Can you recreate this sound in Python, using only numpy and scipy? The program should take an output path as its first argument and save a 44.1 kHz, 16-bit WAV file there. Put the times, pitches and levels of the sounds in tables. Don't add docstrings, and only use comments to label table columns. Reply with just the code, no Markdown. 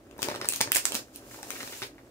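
import sys
import numpy as np
from scipy import signal
from scipy.fft import rfft, irfft
from scipy.io import wavfile

SR = 44100
rng = np.random.default_rng(int(sys.argv[2]) if len(sys.argv) > 2 else 0)


def persist_wave(psi):
    counts = np.round(np.clip(psi, -1, 1) * 32767).astype(np.int16)
    wavfile.write(sys.argv[1], SR, np.atleast_2d(counts).T)


N = 92610


def from_db(db):
    return 10 ** (np.asarray(db) / 20)


def rms_one(x):
    return x / np.sqrt(np.mean(x ** 2) + 1e-20)


def unit_energy(x):
    return x / np.sqrt(np.sum(x ** 2) + 1e-20)


def level_curve(rows):
    times_s, levels_db = np.transpose(rows)
    return from_db(np.interp(np.arange(N) / SR, times_s, levels_db))


def at_hz(points, hz):
    table_hz, values = np.transpose(points)
    return np.interp(np.log(np.maximum(hz, 1)), np.log(table_hz), values)


def colour(x, points):
    gain = from_db(at_hz(points, np.fft.rfftfreq(N, 1 / SR)))
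    return rms_one(irfft(rfft(x) * gain, N))


def stereo_noise(likeness, size):
    mid, side = rfft(rng.standard_normal((2, size)))
    alike = np.clip(at_hz(likeness, np.fft.rfftfreq(size, 1 / SR)), -1, 1)
    shared = np.sqrt((1 + alike) / 2) * mid
    opposed = np.sqrt((1 - alike) / 2) * side * [[1], [-1]]
    return irfft(shared + opposed, size)


def pan(db):
    return from_db(np.array([[db], [-db]]) / 2)


def resonate(x, hz, width_hz):
    r = np.exp(-np.pi * width_hz / SR)
    feedback = [1, -2 * r * np.cos(2 * np.pi * hz / SR), r * r]
    return signal.lfilter(np.array([1, 0, -1]) * (1 - r * r) / 2, feedback, x)


def ring(x, hz, t60):
    r = np.exp(-np.log(1000) / (t60 * SR))
    w = 2 * np.pi * hz / SR
    return signal.lfilter([0, np.sin(w)], [1, -2 * r * np.cos(w), r * r], x)


def add(out, s, sound):
    i = max(int(s * SR), 0)
    out[..., i:i + sound.shape[-1]] += sound[..., :N - i]


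LEAD_S = .005
LEAD_SHARE = .6
CHATTER_PER_DB = 0.4


def contact(chatter_db, chatter_s, size=3000):
    t = np.arange(size) / SR - LEAD_S
    fade = np.exp(-np.maximum(t, -t / LEAD_SHARE) / chatter_s)
    force = from_db(chatter_db) * rng.standard_normal(size) * fade
    force[int(LEAD_S * SR)] = 1
    return force + 1e-18


def slips(per_s, spread_db, size):
    size_db = spread_db * np.minimum(rng.exponential(1, size), 3)
    clicks = from_db(size_db) * rng.choice([-1, 1], size)
    return rms_one(clicks * (rng.random(size) < per_s / SR))


# start_s, energy_db (before the room), ring_hz,
# crack_db (gain of the broad crack in the mix), pan_db (left minus right)
SNAPS = [(.112, -32, 3700, -30, 11), (.181, -25.5, 11000, -9, 6), (0.2205, -6.5, 9400, 5, 0),
         (0.2297, -8, 5060, 22, 21), (.2865, -21, 7560, 18, 24), (0.3, -23.5, 10000, 13, 11.5),
         (.360, -17.5, 7000, 24, 1.5), (0.416, -40, 8000, 17, 13), (0.457, -17, 8100, -10, 3.5),
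         (0.488, 5.5, 8500, -27, 1), (0.5237, -5, 8900, -11, 0), (0.5365, -5.5, 8300, 6, -1.5),
         (.561, -7, 8350, -14.5, 3), (0.6124, 6.5, 7450, -2, 0), (0.7192, 6, 9800, -9.5, -3),
         (0.7483, -7.5, 8200, -6, 22), (0.752, 1.5, 9800, -22, -1), (0.7595, 1, 8350, -7, -14.5),
         (0.7683, 3, 8800, -17, 0), (.8544, 4, 7900, -7.5, -6.5), (0.8572, -21.5, 7050, -14, -30),
         (0.9213, -6.5, 7300, 11, -7.5), (0.9455, -6.5, 7400, 18, 4), (0.9522, -3, 6900, -1, -7),
         (1.160, -15.5, 10100, -13, -3.5), (1.430, -16.5, 7640, -25, 0), (1.5054, -9, 8400, 4, 7.5),
         (1.868, -29, 7900, -9, -4)]
# pitch_hz (before its bend), width_hz, gain_db
CARD_MODES = [(2670, 250, -6.5), (4220, 770, -16.5), (14400, 1500, -11.5)]
RING_WIDTH_HZ, CRACK_LOW_HZ, CRACK_HIGH_HZ = 2870, 483, 8200
FULL_SNAP_DB = 9
SNAP_CHATTER_DB, SNAP_CHATTER_S = -21, .0006
CARD_DETUNE = .05


def snaps():
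    out = np.zeros((2, N))
    crack_band = signal.butter(1, [CRACK_LOW_HZ, CRACK_HIGH_HZ], "band", fs=SR, output="sos")
    for start_s, energy_db, ring_hz, crack_db, pan_db in SNAPS:
        chatter_db = SNAP_CHATTER_DB + CHATTER_PER_DB * (FULL_SNAP_DB - energy_db)
        force = contact(chatter_db, SNAP_CHATTER_S)
        bend = 2 ** (CARD_DETUNE * rng.standard_normal())
        card = resonate(force, ring_hz, RING_WIDTH_HZ)
        for hz, width_hz, gain_db in CARD_MODES:
            card = card + from_db(gain_db) * resonate(force, hz * bend, width_hz)
        crack = from_db(crack_db) * signal.sosfilt(crack_band, force)
        snap = np.sqrt(2) * unit_energy(off_hands(card + crack))
        add(out, start_s - LEAD_S, from_db(energy_db) * pan(pan_db) * snap)
    return out


# start_s, thud_db and clack_db (energies before any reflections),
# clack_hz (pitch of the clack)
KNOCKS = [(.192, -11, -18, 1140), (.2215, -19, -20, 990), (.2288, -15, -8.5, 910), (0.2863, -4.5, -6, 870),
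          (.301, -14, -13, 900), (.315, -13, -11.5, 820), (.3432, -19, -12.5, 1290), (.3502, -18, -13, 696),
          (.360, -19, -15, 970), (.401, -16, -30, 1100), (.4145, -16.5, -7, 1040), (.446, -13, -10.5, 930),
          (.455, -23, -12, 1110), (.6078, -6, -0.5, 920), (.6123, -9, -19.5, 1320), (.661, -25, -27, 800),
          (.6748, -12, -13, 1050), (.719, -23.5, -9, 1240), (.7679, -16.5, -23, 900),
          (.921, -17, -17, 1230), (.9446, -16, -27, 900), (.9517, -20, -16, 1280),
          (1.39, -23.5, -27.5, 624), (1.431, -22.5, -16.5, 840), (1.5055, -23, -16.5, 1530),
          (1.631, -20, -14, 1230), (1.676, -24, -16, 1120), (1.725, -16.5, -16.5, 1080),
          (1.820, -16.5, -9.5, 1460), (1.828, -19.5, -13, 980)]
# pitch_hz, gain_db (before the random spread), t60_s (time to fall 60 dB)
DECK_MODES = [(122, -4, 0.043), (308, -36, 0.072), (397, 0.5, 0.037), (548, -26, 0.0076), (621, 8.5, 0.015),
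              (900, 6, 0.024)]
# multiple of clack_hz, width_hz, gain_db (before the random spread)
CLACK_MODES = [(1, 620, 9), (1.549, 895, -2), (2.4, 1080, -8.5)]
KNOCK_CHATTER_DB, KNOCK_CHATTER_S = -25, .0025
STRIKE_SPREAD_DB = 2
THUD_LOW_CUT_HZ = 137


def knocks():
    out = np.zeros(N)
    low_cut = signal.butter(2, THUD_LOW_CUT_HZ, "high", fs=SR, output="sos")
    for start_s, thud_db, clack_db, clack_hz in KNOCKS:
        force = contact(KNOCK_CHATTER_DB - CHATTER_PER_DB * clack_db, KNOCK_CHATTER_S)
        thud, clack = 0, 0
        for hz, gain_db, t60_s in DECK_MODES:
            thud = thud + from_db(gain_db + rng.normal(0, STRIKE_SPREAD_DB)) * ring(force, hz, t60_s)
        thud = signal.sosfilt(low_cut, thud)
        for multiple, width_hz, gain_db in CLACK_MODES:
            gain = from_db(gain_db + rng.normal(0, STRIKE_SPREAD_DB))
            clack = clack + gain * resonate(force, multiple * clack_hz, width_hz)
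        knock = from_db(thud_db) * unit_energy(thud) + from_db(clack_db) * unit_energy(clack)
        add(out, start_s - LEAD_S, knock)
    return out


def friction(level, spectrum, grains_per_s, spread_db, smooth, width):
    mid = slips(grains_per_s, spread_db, N) + smooth * rng.standard_normal(N)
    side = slips(grains_per_s, spread_db, N) + smooth * rng.standard_normal(N)
    return level_curve(level) * colour(mid + width * side * [[1], [-1]], spectrum)


# time_s, level_db (before the room)
SLIDE = [(0, -72), (.17, -66.5), (.235, -35), (.29, -47), (.39, -55), (.48, -47), (.505, -46.5),
         (.56, -36.5), (.60, -47.5), (.70, -56), (.765, -25.5), (.82, -49.5), (.885, -38), (.915, -46),
         (.96, -32), (1.04, -65), (1.125, -64.5), (1.155, -47), (1.20, -61), (1.27, -55), (1.34, -47),
         (1.41, -52.5), (1.49, -46.5), (1.52, -44), (1.70, -45), (1.84, -45), (1.91, -68), (2.1, -67.5)]
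# (per Hz, relative)
SLIDE_COLOUR = [(300, -4), (900, -1.5), (2000, -4.5), (2700, 0), (3700, -2), (7000, 3), (10000, -1.5),
                (15000, -1.5)]


def slide():
    return friction(SLIDE, SLIDE_COLOUR, grains_per_s=1400, spread_db=3.4, smooth=.7, width=.9)


# time_s, level_db (before the room)
RUB = [(0, -63.5), (.16, -52.5), (.24, -42.5), (.31, -38.5), (.385, -45.5), (.45, -44.5), (.57, -54),
       (.66, -43.5), (.82, -58), (.96, -44), (1.06, -60.5), (1.27, -53.5), (1.36, -54.5), (1.48, -50),
       (1.58, -47.5), (1.78, -55), (1.85, -49.5), (1.91, -58.5), (2.1, -61)]
# (per Hz, relative)
RUB_COLOUR = [(60, -41), (170, -6.5), (280, 6), (550, 2.5), (900, -5.5), (1700, -9), (3000, -21),
              (8000, -51.5)]


def rub():
    return friction(RUB, RUB_COLOUR, grains_per_s=400, spread_db=3.5, smooth=.35, width=.15)


THUMP_AT_S, THUMP_DB = .942, -10
THUMP_HZ, THUMP_WIDTH_HZ = 248, 49


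def thump():
    out = np.zeros(N)
    swing = resonate(signal.unit_impulse(4096), THUMP_HZ, THUMP_WIDTH_HZ)
    swing = resonate(swing, THUMP_HZ, 2 * THUMP_WIDTH_HZ)
    add(out, THUMP_AT_S, from_db(THUMP_DB) * unit_energy(swing))
    return out


# start_s, length_s (dying time),
# energy_db (before any reflections), ring_hz
SCRAPES = [(1.308, .012, -25, 1460), (1.343, 0.0067, -23, 1050), (1.553, 0.021, -15, 1630),
           (1.599, 0.016, -11.5, 1760), (1.726, 0.032, -17, 1950), (1.821, 0.018, -10.5, 2160),
           (1.98, 0.016, -26.5, 1019)]
SCRAPE_SLIPS_PER_S, SCRAPE_SPREAD_DB, SCRAPE_ATTACK_S = 650, 2.2, .001
SCRAPE_WIDTH_SHARE = 0.92


def scrapes(size=4096):
    out, t = np.zeros(N), np.arange(size) / SR
    for start_s, length_s, energy_db, ring_hz in SCRAPES:
        swell = (1 - np.exp(-t / SCRAPE_ATTACK_S)) * np.exp(-(t / length_s) ** 2)
        force = slips(SCRAPE_SLIPS_PER_S, SCRAPE_SPREAD_DB, size) * swell + 1e-18
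        width_hz = SCRAPE_WIDTH_SHARE * ring_hz
        packet = resonate(resonate(force, ring_hz, width_hz), ring_hz, 2 * width_hz)
        add(out, start_s, from_db(energy_db) * unit_energy(packet))
    return out


SCATTER_DB, SCATTER_S, SCATTER_LOW_HZ = -4.5, .0004, 1560


def off_hands(x, size=1024):
    t = np.arange(size) / SR
    x = x * np.ones((2, 1))
    scatter = rng.standard_normal((2, size)) * (1 - np.exp(-t / SCATTER_S)) * np.exp(-t / SCATTER_S)
    low_cut = signal.butter(2, SCATTER_LOW_HZ, "high", fs=SR, output="sos")
    scatter = np.sqrt(2) * unit_energy(signal.sosfilt(low_cut, scatter))
    return x + from_db(SCATTER_DB) * signal.fftconvolve(x, scatter, axes=1)[:, :x.shape[1]]


# pitch_hz, level_db
ROOM_LEVEL = [(100, -8.5), (300, -13), (900, -3.5), (2600, -2.5), (4000, -1.5), (8000, -4), (15000, -6.5)]
# pitch_hz, t60_s (time to fall 60 dB)
ROOM_T60 = [(200, 0.2), (600, 0.16), (2500, 0.17), (8000, 0.19), (15000, 0.11)]
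# pitch_hz, likeness (-1 opposite to 1 same)
ROOM_LIKENESS = [(150, 0.099), (500, 0.68), (1200, -0.62), (2500, 0.22), (6000, -0.4)]
ROOM_BUILD_S, RIGHT_LAG_S = 0.0045, 0.00013


def room(x, size=22050):
    t, hz = np.arange(size) / SR, np.fft.rfftfreq(size, 1 / SR)
    noise = rfft(stereo_noise(ROOM_LIKENESS, size))
    centres = np.geomspace(100, 16000, 12)
    build = 1 - np.exp(-(t / ROOM_BUILD_S) ** 2)
    tail = 0
    for centre, weights in zip(centres, np.eye(len(centres))):
        band = irfft(noise * at_hz(np.c_[centres, weights], hz), size)
        decay = np.exp(-np.log(1000) * t / at_hz(ROOM_T60, centre))
        tail = tail + band * unit_energy(build * decay) * from_db(at_hz(ROOM_LEVEL, centre))
    lag = np.exp(-2j * np.pi * np.fft.rfftfreq(N, 1 / SR) * RIGHT_LAG_S)
    direct = np.array([x[0], irfft(rfft(x[1]) * lag, N)])
    return direct + signal.fftconvolve(x, tail, axes=1)[:, :N]


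# (per Hz, relative)
FLOOR_COLOUR = [(25, -39), (33, -23), (45, 7), (85, -1), (118, 5.5), (170, -10.5), (280, 11), (450, -3.5),
                (650, -1.5), (1100, -21), (3000, -20.5), (15000, -33.5)]
# pitch_hz, likeness (-1 opposite to 1 same)
FLOOR_LIKENESS = [(500, 0.97), (2000, 0.14)]
FLOOR_DB, HUM_HZ, HUM_DB = -54.5, 121, -66
FLOOR_PAN_DB = 1


def background():
    hum = from_db(HUM_DB) * rms_one(np.sin(2 * np.pi * HUM_HZ * np.arange(N) / SR))
    rumble = from_db(FLOOR_DB) * colour(stereo_noise(FLOOR_LIKENESS, N), FLOOR_COLOUR)
    return (rumble + hum) * pan(-FLOOR_PAN_DB)


def scene():
    deck = off_hands(knocks() + scrapes() + thump())
    rubbing = slide() + rub()
    return room(snaps()) + room(deck) + room(rubbing) + background()


CUTOFF_HZ = 15600


def record(dry):
    top_cut = signal.ellip(10, .1, 80, CUTOFF_HZ, fs=SR, output="sos")
    return signal.sosfilt(top_cut, np.clip(dry, -1, 1))


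dry = scene()
out = record(dry)
persist_wave(out)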